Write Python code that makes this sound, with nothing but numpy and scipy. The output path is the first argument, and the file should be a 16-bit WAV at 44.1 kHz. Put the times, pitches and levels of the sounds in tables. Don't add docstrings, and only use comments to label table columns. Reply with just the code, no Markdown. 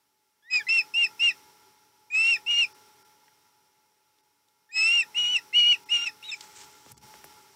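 import sys
import numpy as np
from scipy import signal
from scipy.fft import rfft, irfft
from scipy.io import wavfile
from scipy.ndimage import uniform_filter1d

SR = 44100
rng = np.random.default_rng(int(sys.argv[2]) if len(sys.argv) > 2 else 0)


def pcm_store(signal):
    levels = np.round(np.clip(np.atleast_2d(signal), -1, 1) * 32767)
    wavfile.write(sys.argv[1], SR, levels.astype(np.int16).T)


def elevation(decibels):
    levels = np.asarray(decibels, float)
    return 10 ** (levels / 20)


N = 332955
T = np.arange(N) / SR

# [f/Hz, level/dB per Hz]
AIR = [(18, -70.5), (30, -39.5), (100, -12), (335, -15.5), (424, -13.5), (483, -20), (775, -17.5),
       (838, -9), (1030, -17.5), (1380, -12), (1530, -16.5), (4490, -18), (5540, -15), (6310, -20.5),
       (15800, -23.5)]
# [f/Hz, width/Hz, level/dB]
HUM = [(293, 23, -7.5), (385.8, 19, -3), (516, 5.5, -12.5), (953, 38, -1), (1370.3, 33, -1),
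       (5350, 200, -2), (5760, 180, -1)]
# [f/Hz, level/dB]
WHINE = [(427, -5), (833, -9), (855, 6.5), (2137, -6.5)]
HISS_DB, CIRCUIT_DB = -66.5, -76.5
GATE_SHUT_DB, GATE_OPEN_DB, GATE_DEPTH_DB, GATE_RELEASE_S = -50.5, -27, -21, 1

# [t/s, length/s, depth/dB, held tones level/dB]
DROPS = [(.708, .012, -16, 0), (2.223, .011, -9, 0), (2.732, .013, -14, 0), (3.031, .017, -13, 0),
         (4.213, .02, -8, 0), (5.844, .013, -16, 0), (6.029, .012, -10, 0), (6.924, .102, -6, -40),
         (6.929, .039, -8, -40), (6.948, .02, -12, -8), (6.986, .027, -9, -40)]
HELD_TONES, HELD_DB, HELD_FADE_DB_PER_S = 14, 1, 160
HELD_TILT_DB = 2.5

# [t/s, peak level/dB, f/Hz, ring/s, width as share of f]
TWIGS = [(3.28, -51, 1490, 0.031, 0.94), (4.185, -58.5, 3000, 0.032, 1.05), (4.485, -57, 4500, .01, 1.05),
         (6.408, -31, 3970, 0.026, 1.1), (6.433, -52, 8760, 0.0081, 1.05), (6.603, -50, 3000, 0.0072, 1.05),
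         (6.862, -52, 4500, .005, 1.05), (6.918, -34.5, 11300, 0.014, .9), (6.978, -43, 5860, 0.018, 0.79),
         (7.14, -48, 8000, .004, 1.3), (7.242, -39, 5000, .005, 1.1), (7.242, -39.5, 12500, 0.03, .6),
         (7.245, -40, 11700, .025, 0.51), (7.249, -45, 12500, .025, .6)]
# [t/s, peak level/dB, ring/s]
KNOCKS = [
    (6.862, -45, 0.025),
    (7.14, -37.5, 0.0068),
    (7.242, -37, 0.0091),
]

# [t/s, feather rustle level/dB, air push level/dB]
STROKES = [(6.37, -54, -79), (6.445, -48.5, -71), (6.572, -48, -74), (6.59, -47.5, -74),
           (6.616, -46.5, -68), (6.636, -48, -69), (6.866, -64, -68), (6.9, -55, -65), (6.922, -53, -55),
           (7.04, -60, -63), (7.154, -56.5, -66.5), (7.24, -66, -61.5)]
SPREAD_S, RUSTLE_DB, RUSTLE_FADE_DB_PER_S, PUSH_DB = 6.335, -55.5, 9, -83
RUSTLE_RISE_DB_PER_S, RUSTLE_FALL_DB_PER_S, PUSH_RISE_DB_PER_S, PUSH_FALL_DB_PER_S = 224, 400, 700, 150
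RUSTLE_PEAK_HZ, RUSTLE_PEAK_DB, RUSTLE_TOP_HZ = 7000, -7, 9430

# [delay t/s, level/dB]
ECHOES = [(.0045, -25), (.012, -27), (.0215, -19), (.033, -36.5), (.043, -36.5), (.058, -42)]

# [t/s, length/s, start f/Hz, end f/Hz, top level/dB]
LEAD_INS = [(0.424, 0.097, 1656, 2080, -48.5), (0.667, 0.019, 1984, 2070, -32.5),
            (2.105, 0.016, 1790, 1860, -58), (4.69, 0.027, 1740, 1890, -56),
            (5.141, 0.013, 1990, 2270, -50), (5.527, 0.022, 2080, 2160, -36),
            (5.887, 0.012, 1990, 2220, -44.5)]
LEAD_RISE_DB_PER_S, LEAD_TOP_SHARE, LEAD_END_DB, LEAD_OCTAVE_DB = 300.5, .75, -2.5, -20.5
# [t/s, length/s, start f/Hz, top level/dB]
TAILS = [(0.596, 0.037, 1880, -34), (0.807, 0.02, 2050, -43.5), (1.06, 0.016, 2044, -38),
         (1.302, 0.027, 2065, -35.5), (2.359, 0.022, 2000, -37), (5.021, 0.025, 2020, -35.5),
         (5.377, 0.025, 2094, -37), (5.751, 0.024, 2060, -48), (6.081, 0.027, 2030, -41.5)]
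TAIL_RISE_DB, TAIL_TOP_SHARE, TAIL_END_DB, TAIL_FALL_HZ, TAIL_OCTAVE_DB = -8, 0.45, -22, 342, -11.5
LEAD_OCTAVE_FOLLOWS, TAIL_OCTAVE_FOLLOWS = .15, .9
TWELFTH_DB = -11.5

# [f/Hz, width/Hz, level/dB]
BREATH = [(95, 65, -8.5), (331.7, 160, -9), (1240, 510, -3.5), (2400, 640, 11.5), (3750, 680, 1.5),
          (4260, 560, -3.5), (5500, 390, -0.5), (6880, 1400, -2.5), (9200, 1900, -15.5)]
PUFF_DB, PUFF_S = -65, 0.069
CHEST = [-48, -50.5, -48.5, -47, -53.5, -48, -57, -40, -48.5, -48, -46, -44, -46, -44]

# [pitch ratio, level/dB over strain at start, first third, second third, end]
SECOND_VOICE = [(.775, -8, -6, -6, -5.5), (.78, -4, 2, 2, 3), (.78, -12, 0.5, 2, 3.5),
                (.77, -12, 0, 3, 7.5), (.785, -6, 0, 4.5, -0.5), (.8, -4, 3.5, 4, 6), (.77, 4, -4, -1, 7),
                (0.73, -7, -9, -17, -9), (.81, -2, 8, 8, 10), (0.99, -12, -4, -1, 0.5),
                (.81, -16, -8, -8, -6), (.78, -6, -2, -.5, -2), (.78, -8, 5, 1, -4),
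                (0.67, -10, -3, 2, -.5)]
SUM_TONES = [(-2, 0, -2, -2), (-2, -2, -2, -2), (-2, -2, -2, -2), (-2, -2, -2, -2), (9, 0, -2, 2),
             (-2, -5, -5, -1.5), (15, 4, -3, 6), (3, -3, -3, 2.5), (-3, -8, -5, -6), (.5, -2, 3, -0.5),
             (-2, -2, -2, -2), (-2, -2, -2, -2), (-2, -2, -2, -2), (-2, -2, -2, -2)]
SUM_SHARES = [0, .14, .5, 1]
FLUTTER_DB, FLUTTER_BURST_DB = 3.5, 3
RASP_DB, SIDEBANDS_DB = 4, -2

# [level/dB over strain: half at start, half at end, 2.5 x at start, middle, end]
SIDE_LINES = [(-4, -7, -19, -17, -14.5), (-2, -4, -0.5, -9, -11), (-13, -7.5, -9.5, -9, -7.5),
              (-10, -10, -10.5, -11, -10), (1.5, -14, -4.5, -4, -4), (-6, -6.5, -14.5, -4.5, 3),
              (1.5, -9, 3, -4.5, -3.5), (-3, -4, -8, -1.5, 4), (-12, 2, -6, -12, -1.5),
              (-8, 5, -13, -21, -22), (-15, -15, -13, -15, -15), (-19, -15, -15, -15, -15),
              (-10, -12, -12, -12, -12), (-24, -24, -24, -24, -24)]
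# [level/dB over strain at start, first third, second third, end]
FIFTHS = [(-19, -20, -19, -14.5), (-7, -8, -12, -7), (-10, -10, -6, -4), (-7, -4, -1.5, 2),
          (1, -3.5, -8, -11.5), (-8, -5, 13, 4.5), (-9, -6, -8, -1), (-9, -4, -2, -8), (0.5, 14, 9, 4),
          (-13, -3, -16, -22), (-15, -15, -15, -15), (-15, -15, -15, -15), (-10, -10, -10, -10),
          (-22, -22, -24, -24)]
SIDE_START_DB, SIDE_START_S, SLACK_DB_PER_HZ = -12, 0.025, 0.1

# [f/Hz, level/dB under the tone]
SECOND_PARTIAL = [(4800, -27), (5080, -15), (5260, -9.5), (5480, -19), (5620, -24), (5850, -20.5),
                  (7200, -12), (7800, -6)]
# [f/Hz, level/dB under the tone]
THIRD_PARTIAL = [(7000, -32), (7600, -23.5), (7900, -22.5), (8200, -27.5), (8600, -38.5), (10500, -56)]
SECOND_SHIFTS = [(5.5, 8.5, 10.5, 8.5, 8), (1.5, 3.5, -1, 2, 3), (2, -0.5, -9, 1, 3.5),
                 (0.5, -1, .5, -2.5, -3.5), (-2, -13.5, -2.5, 2, 0), (-7.5, -1.5, 7.5, 0.5, -1),
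                 (6.5, 7.5, -.5, 5.5, -13), (-10, 3, 1.5, 4, -7.5), (-8, -6.5, -8.5, -6.5, -8),
                 (11.5, -3, 5, 10.5, 21), (8, 4, 1.5, -4, -3), (.5, .5, -1, -4, -5),
                 (-26, -26, -17, -2, -1), (12, 11.5, 5.5, -12, -17)]
THIRD_SHIFTS = [(3, 0, 2.5, 6.5, 18), (-4, -7, -5, -5.5, -5), (-2.5, -2, -3, -4, -3),
                (-2.5, -3, 0.5, -4.5, -2), (8, -2.5, 0, -.5, 2.5), (-1, -9, -2.5, -1, -1.5),
                (16.5, 6.5, 2.5, 1.5, 9), (4, 3, -4, 1.5, 4), (-2, -0.5, -2.5, -2.5, -5), (3, 3, 2, -5, -2),
                (2, 3, -1, -3, .5), (9, 9, 9, 9, 9), (-14, -14, -14, -14, -14), (11, 7, 11.5, 16, 9)]
POSTURE_SHARES = [0, .14, .5, .84, 1]
TONE_SHIMMER_DB = .45

# [t/s, f/Hz, level/dB, strain/dB: breath under the tone]
FIRST_SERIES = [
    [(0.5, 2523, -50, -31), (0.51, 2517, -36, -30.5), (0.538, 2538, -23, -25.5), (0.572, 2480, -22, -28.5),
     (0.59, 2366, -28, -31.5), (0.6, 2270, -35, -40)],
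    [(0.685, 2554, -29, -33), (0.692, 2613, -23.5, -28.5), (0.72, 2722, -21.5, -33),
     (0.772, 2725, -21, -33), (0.798, 2595, -20.5, -34.5), (0.81, 2440, -28, -36.5)],
    [(0.938, 2607, -35.5, -32), (0.946, 2670, -27.5, -35.5), (0.974, 2804, -21.5, -38.5),
     (1.014, 2803, -20, -33.5), (1.036, 2722, -20.5, -30), (1.052, 2580, -22, -32.5),
     (1.06, 2473, -31, -46.5)],
    [(1.193, 2585, -42.5, -33.5), (1.201, 2633, -29.5, -34), (1.215, 2760, -23, -33.5),
     (1.237, 2830, -19, -33.5), (1.269, 2804, -18.5, -32), (1.287, 2708, -19, -33.5),
     (1.305, 2477, -28, -34)],
]
# [t/s, f/Hz, level/dB, strain/dB]
SECOND_SERIES = [
    [(2.101, 2315, -45, -35), (2.114, 2465, -40.5, -37.5), (2.15, 2532, -22, -33.5),
     (2.19, 2641, -21.5, -35), (2.24, 2691, -22.5, -30), (2.302, 2788, -19.5, -30.5),
     (2.326, 2722, -20.5, -31), (2.348, 2570, -24, -32.5), (2.36, 2386, -29.5, -30)],
    [(2.462, 2624, -40, -32), (2.469, 2674, -32, -33.5), (2.483, 2820, -26, -30.5), (2.507, 2876, -23, -33),
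     (2.551, 2808, -24, -28), (2.593, 2856, -21.5, -31), (2.621, 2760, -20.5, -31.5),
     (2.641, 2565, -24, -36.5), (2.649, 2400, -26.5, -32)],
]
# [t/s, f/Hz, level/dB, strain/dB]
THIRD_SERIES = [
    [(4.712, 2355, -56.5, -36), (4.726, 2508, -48, -33), (4.766, 2579, -26, -28),
     (4.822, 2596, -22.5, -28.5), (4.956, 2836, -20, -31), (4.992, 2749, -20.5, -30),
     (5.01, 2634, -22.5, -31), (5.022, 2460, -28.5, -35)],
    [(5.145, 2540, -45, -38), (5.151, 2700, -37, -34), (5.167, 2843, -26.5, -28.5),
     (5.183, 2932, -23.5, -30.5), (5.251, 2868, -25.5, -27), (5.321, 2980, -26.5, -31.5),
     (5.345, 2920, -23.5, -29), (5.365, 2707, -19.5, -30), (5.377, 2550, -31, -37)],
    [(5.527, 2290, -63, -26.5), (5.535, 2686, -34, -31.5), (5.549, 2845, -21.5, -33),
     (5.571, 2936, -17, -37.5), (5.643, 2860, -19.5, -33.5), (5.707, 2943, -17.5, -39.5),
     (5.727, 2860, -17.5, -30.5), (5.741, 2730, -25, -34), (5.748, 2510, -28.5, -24)],
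]
# [t/s, f/Hz, level/dB, strain/dB]
LAST_CALLS = [
    [(5.889, 2494, -47.5, -24), (5.9, 2686, -38.5, -15), (5.919, 2870, -22.5, -29),
     (5.935, 2858, -19.5, -29.5), (5.961, 2845, -21.5, -27), (5.975, 2788, -28.5, -19.5),
     (6.011, 2790, -32, -16), (6.029, 2827, -27.5, -22.5), (6.047, 2830, -32.5, -10.5)],
    [(6.056, 2760, -35, -7), (6.065, 2700, -30.5, -17), (6.075, 2630, -26, -27), (6.082, 2520, -27.5, -29)],
    [(6.226, 2630, -44, -21), (6.236, 2840, -44.5, -20), (6.241, 2930, -48, -20)],
    [(6.238, 3690, -45, -18), (6.274, 3950, -43, -26), (6.302, 3670, -33.5, -22), (6.316, 3500, -49, -21)],
    [(6.314, 2657, -40, -16), (6.328, 2620, -34, -20), (6.344, 2330, -32, -26)],
]
CLOSE_S, CLOSE_FALL_HZ, CLOSE_DB = 0.0076, 90, -15


def at_hz(points, hz):
    points_hz, points_db = np.transpose(points)
    return np.interp(np.log(hz), np.log(points_hz), points_db)


def along(points, size, shares=None):
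    if shares is None:
        shares = np.linspace(0, 1, len(points))
    return np.interp(np.linspace(0, 1, size), shares, points)


def rms_one(x):
    return x / np.sqrt(np.mean(x ** 2) + 1e-20)


def drift(rate_hz, size=N):
    r = np.exp(-2 * np.pi * rate_hz / SR)
    return rms_one(signal.lfilter([1], [1, -2 * r, r * r], rng.standard_normal(size + 4000))[4000:])


def resonance(x, hz, width_hz):
    r = np.exp(-np.pi * width_hz / SR)
    poles = [1, -2 * r * np.cos(2 * np.pi * hz / SR), r * r]
    return signal.lfilter([(1 - r * r) / 2, 0, (r * r - 1) / 2], poles, x)


def twice(x, hz, width_hz):
    return resonance(resonance(x, hz, width_hz), hz, width_hz)


def filtered(x, design):
    return signal.sosfilt(design, x)


def note(rows):
    s, *columns = np.transpose(rows)
    where = slice(int(s[0] * SR), int(s[-1] * SR))
    t = T[where]
    fade = np.clip(np.minimum(t - s[0], s[-1] - t) / 0.002, 0, 1)
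    hz, *levels = [uniform_filter1d(np.interp(t, s, c), size=90, mode="nearest") for c in columns]
    return where, fade, [uniform_filter1d(hz, size=500, mode="nearest"), *levels]


def partial(phase, db, shimmer_db):
    return np.sqrt(2) * elevation(db + shimmer_db * drift(90, size=len(phase))) * np.sin(phase)


def background():
    hz = np.maximum(np.arange(N // 2 + 1) * SR / N, 15)
    air = irfft(rfft(rng.standard_normal(N)) * elevation(at_hz(AIR, hz)), N)
    top = filtered(air, signal.butter(4, [11500, 15500], "band", fs=SR, output="sos"))
    white = rng.standard_normal(N + SR)
    hum = sum(elevation(db) * rms_one(twice(white, f, width)[SR:]) for f, width, db in HUM)
    whine = np.zeros(N)
    for f, db in WHINE:
        whine += np.sqrt(2) * elevation(db + 2 * drift(9.3)) * np.sin(2 * np.pi * f * T + 1.1 * drift(2.9))
    return elevation(HISS_DB + 0.64 * drift(5.2)) * (air / top.std() + hum + whine)


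def gate(near):
    level_db = 10 * np.log10(np.maximum(uniform_filter1d(near ** 2, size=900), 1e-12))
    wanted = np.clip((level_db - GATE_SHUT_DB) / (GATE_OPEN_DB - GATE_SHUT_DB), 0, 1)
    held = np.maximum.accumulate(wanted * np.exp(T / GATE_RELEASE_S)) * np.exp(-T / GATE_RELEASE_S)
    r = np.exp(-1 / (.012 * SR))
    return elevation(GATE_DEPTH_DB * (1 - signal.lfilter([1 - r], [1, -r], held)))


def dropouts(x):
    dip_db = sum(db * ((T > s) & (T < s + length)) for s, length, db, _ in DROPS)
    dip = elevation(uniform_filter1d(dip_db, size=200))
    held = np.zeros(N)
    for s, length, _, held_db in DROPS:
        first = int(s * SR) - 1124
        lines = rfft(x[first:first + 1024] * np.hanning(1024))[:260] / 256
        tops = signal.find_peaks(np.abs(lines))[0]
        weight = np.abs(lines[tops]) * elevation(HELD_TILT_DB * tops / len(lines))
        tops = tops[np.argsort(-weight)[:HELD_TONES]]
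        steps = np.arange(1424 + int(length * SR))
        fading = elevation(held_db - HELD_FADE_DB_PER_S * np.maximum(steps - 1124, 0) / SR)
        tones = np.real(lines[tops] @ np.exp(2j * np.pi * np.outer(tops, steps) / 1024))
        held[first + 900:first + len(steps)] += (fading * tones)[900:]
    return dip * x + np.sqrt(1 - dip ** 2) * elevation(HELD_DB) * held


def twig_snaps():
    out, t = np.zeros(N), T[:2000]
    for s, db, hz, ring, share in TWIGS:
        burst = rng.standard_normal(2000) * elevation(-60 * t / ring)
        snap = twice(burst, hz, share * hz)
        out[round(s * SR):round(s * SR) + 2000] += elevation(db) * snap / np.abs(snap).max()
    return out


def stick_knocks():
    out, t = np.zeros(N), T[:2000]
    sweep = np.sin(2 * np.pi * 1.81 * np.log(1 + t / 0.000363)) * np.clip(t / 0.00034, 0, 1)
    for s, db, ring in KNOCKS:
        out[round(s * SR):round(s * SR) + 2000] += elevation(db - 25 * t / ring) * sweep
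    return out


def strokes(bed_db, peaks_db, rise_db_per_s, fall_db_per_s):
    levels = [bed_db + 0 * T]
    for (s, *_), db in zip(STROKES, peaks_db):
        levels.append(db - np.maximum(rise_db_per_s * (s - T), fall_db_per_s * (T - s)))
    return elevation(np.max(levels, axis=0)) * (T > SPREAD_S)


def feather_rustle():
    _, rustle_db, _ = np.transpose(STROKES)
    grains = rng.standard_normal(N) * elevation(1.6 * drift(150))
    grains = grains + elevation(RUSTLE_PEAK_DB) * resonance(grains, RUSTLE_PEAK_HZ, 3000)
    grains = filtered(grains, signal.butter(2, 1100, "high", fs=SR, output="sos"))
    grains = filtered(grains, signal.cheby2(10, 40, RUSTLE_TOP_HZ, fs=SR, output="sos"))
    bed_db = RUSTLE_DB - RUSTLE_FADE_DB_PER_S * (T - SPREAD_S)
    gain = strokes(bed_db, rustle_db, RUSTLE_RISE_DB_PER_S, RUSTLE_FALL_DB_PER_S)
    return elevation(-2) * rms_one(grains) * gain


def air_push():
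    _, _, push_db = np.transpose(STROKES)
    lumps = rng.standard_normal(N) * elevation(2.7 * drift(20))
    low = filtered(lumps, signal.butter(2, [50, 220], "band", fs=SR, output="sos"))
    return rms_one(low) * strokes(PUSH_DB, push_db, PUSH_RISE_DB_PER_S, PUSH_FALL_DB_PER_S)


def nest(x):
    bright = x + elevation(10.5) * twice(x, 5500, 2000)
    return x + sum(elevation(db) * np.interp(T - late, T, bright) for late, db in ECHOES)


def puffs(voice):
    level = uniform_filter1d(np.abs(voice), size=600)
    r = np.exp(-1 / (PUFF_S * SR))
    rising = np.maximum(level - signal.lfilter([1 - r], [1, -r], level), 0)
    low = filtered(rng.standard_normal(N), signal.butter(2, [45, 330], "band", fs=SR, output="sos"))
    return elevation(PUFF_DB) * rising / 0.063 * rms_one(low)


def grumble(effort):
    low = rng.standard_normal(N) * elevation(3.5 * drift(25))
    return effort * rms_one(twice(low, 280, 260))


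def breath(airflow, white):
    hiss = np.zeros(N)
    for k, (hz, width, db) in enumerate(BREATH):
        hiss += (-1) ** k * elevation(db) * twice(white, hz, width)
    unsteady = elevation(8.5 + .8 * drift(60) + 1.8 * drift(14))
    return uniform_filter1d(airflow, size=500) * unsteady * rms_one(hiss)


def register_breaks():
    notes = []
    for s, length, from_hz, to_hz, db in LEAD_INS:
        rise_db = -LEAD_RISE_DB_PER_S * LEAD_TOP_SHARE * length
        notes.append((s, length, from_hz, to_hz, db, rise_db,
                      LEAD_TOP_SHARE, LEAD_END_DB, LEAD_OCTAVE_DB, LEAD_OCTAVE_FOLLOWS))
    for s, length, hz, db in TAILS:
        notes.append((s, length, hz, hz - TAIL_FALL_HZ, db, TAIL_RISE_DB,
                      TAIL_TOP_SHARE, TAIL_END_DB, TAIL_OCTAVE_DB, TAIL_OCTAVE_FOLLOWS))
    out = np.zeros(N)
    for s, length, from_hz, to_hz, top_db, rise_db, share, end_db, octave_db, follows in notes:
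        start = (s, from_hz, top_db + rise_db)
        top = (s + share * length, from_hz + share * (to_hz - from_hz), top_db)
        end = (s + length, to_hz, top_db + end_db)
        where, fade, (hz, db) = note([start, top, end])
        phase = 2 * np.pi * np.cumsum(hz) / SR
        upper_db = top_db + octave_db + follows * (db - top_db)
        tone = partial(phase, db, 0.4) + partial(2 * phase, upper_db, 1.3)
        out[where] += fade * (tone + partial(3 * phase, upper_db + TWELFTH_DB, 2.5))
    return out


def second_voice(hz, phase, rasp_db, ratio, sum_db):
    size = len(hz)
    low = 2 * np.pi * np.cumsum(ratio * hz * (1 + .011 * drift(45, size=size))) / SR
    bursts_db = RASP_DB + FLUTTER_BURST_DB * drift(19, size=size)
    mixes = [(low, 3), (2 * low, sum_db - 10), (2 * phase - low, -12), (phase + low, sum_db - 10.5),
             (3 * phase - low, -17), (2 * phase + low, sum_db - 14.5)]
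    out = np.zeros(size)
    for mix, mix_db in mixes:
        out += partial(mix, rasp_db + mix_db + bursts_db + 1.5 * drift(25, size=size), FLUTTER_DB)
    return out


def shaken_air(phase, breath_db, ripple):
    lines = [(1, 8), (1.5, -6), (2, -8.5), (2.5, -5), (3, -12)]   # (multiple of pitch, dB)
    bands = sum(elevation(db) * np.sin(order * phase) for order, db in lines)
    return elevation(breath_db + SIDEBANDS_DB + 1.8 * drift(30, size=len(phase))) * ripple * bands


def side_lines(phase, half_db, fifth_db, upper_db):
    size = len(phase)
    slip = .2 * drift(30, size=size)
    out = np.zeros(size)
    for order, db in [(.5, half_db + 2.5), (1.5, fifth_db + 2.5), (2.5, upper_db), (3.5, upper_db - 11.5)]:
        out += partial(order * phase + slip, db + 2.5 * drift(12, size=size), 1.5)
    return out


def whistles():
    voice, rasp, airflow, effort = np.zeros((4, N))
    white = rng.standard_normal(N)
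    ripple = rms_one(twice(white, 420, 120))
    calls = FIRST_SERIES + SECOND_SERIES + THIRD_SERIES + LAST_CALLS
    settings = zip(calls, SECOND_SHIFTS, THIRD_SHIFTS, SIDE_LINES, FIFTHS, SECOND_VOICE, SUM_TONES, CHEST)
    for rows, beak, third, sides, fifth, second, sums, chest_db in settings:
        closing = np.add(rows[-1], (CLOSE_S, -CLOSE_FALL_HZ, CLOSE_DB, 0))
        where, fade, (hz, db, strain_db) = note([*rows, closing])
        size = len(hz)
        phase = 2 * np.pi * np.cumsum(hz * (1 + .0015 * drift(120, size=size))) / SR
        second_db = db + at_hz(SECOND_PARTIAL, 2 * hz) + along(beak, size, POSTURE_SHARES)
        third_db = db + at_hz(THIRD_PARTIAL, 3 * hz) + along(third, size, POSTURE_SHARES)
        tone = partial(phase, db, TONE_SHIMMER_DB)
        tone += partial(2 * phase, second_db, 1.5) + partial(3 * phase, third_db, 2.9)

        side_db = db + strain_db - SLACK_DB_PER_HZ * (np.maximum.accumulate(hz) - hz)
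        late_db = side_db + SIDE_START_DB * np.exp(-T[:size] / SIDE_START_S)
        half_db, fifth_db, upper_db = [late_db + along(p, size) for p in (sides[:2], fifth, sides[2:])]
        voice[where] += fade * (tone + side_lines(phase, half_db, fifth_db, upper_db))

        rasp_db = side_db + along(second[1:], size)
        sum_db = along(sums, size, SUM_SHARES)
        breath_db = db + np.minimum(strain_db, -20)
        rasp[where] += fade * second_voice(hz, phase, rasp_db, second[0], sum_db)
        rasp[where] += fade * shaken_air(phase, breath_db, ripple[where])
        effort[where] += fade * elevation(db + chest_db)
        airflow[where] += fade * elevation(breath_db)
    return voice, rasp + breath(airflow, white) + puffs(voice) + grumble(effort)


def scene():
    tone, noisy = whistles()
    tone = nest(tone + register_breaks())
    rustle, push = feather_rustle(), air_push()
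    snaps = twig_snaps() + stick_knocks()
    near = tone + elevation(25) * rustle + elevation(41.5) * push + elevation(19) * snaps
    far = gate(near) * background() + elevation(CIRCUIT_DB) * rng.standard_normal(N)
    return (tone + dropouts(nest(noisy) + far + rustle) + push + snaps)[None]


def top_cut(x):
    return signal.sosfilt(signal.butter(12, 16130, fs=SR, output="sos"), x)


def record(dry):
    bent = dry + 0.1 * dry ** 2
    bent = filtered(bent, signal.cheby2(16, 60, 16250, fs=SR, output="sos"))
    finished = filtered(bent, signal.butter(3, 58, "high", fs=SR, output="sos"))
    return top_cut(finished)


dry = scene()
out = record(dry)
pcm_store(out)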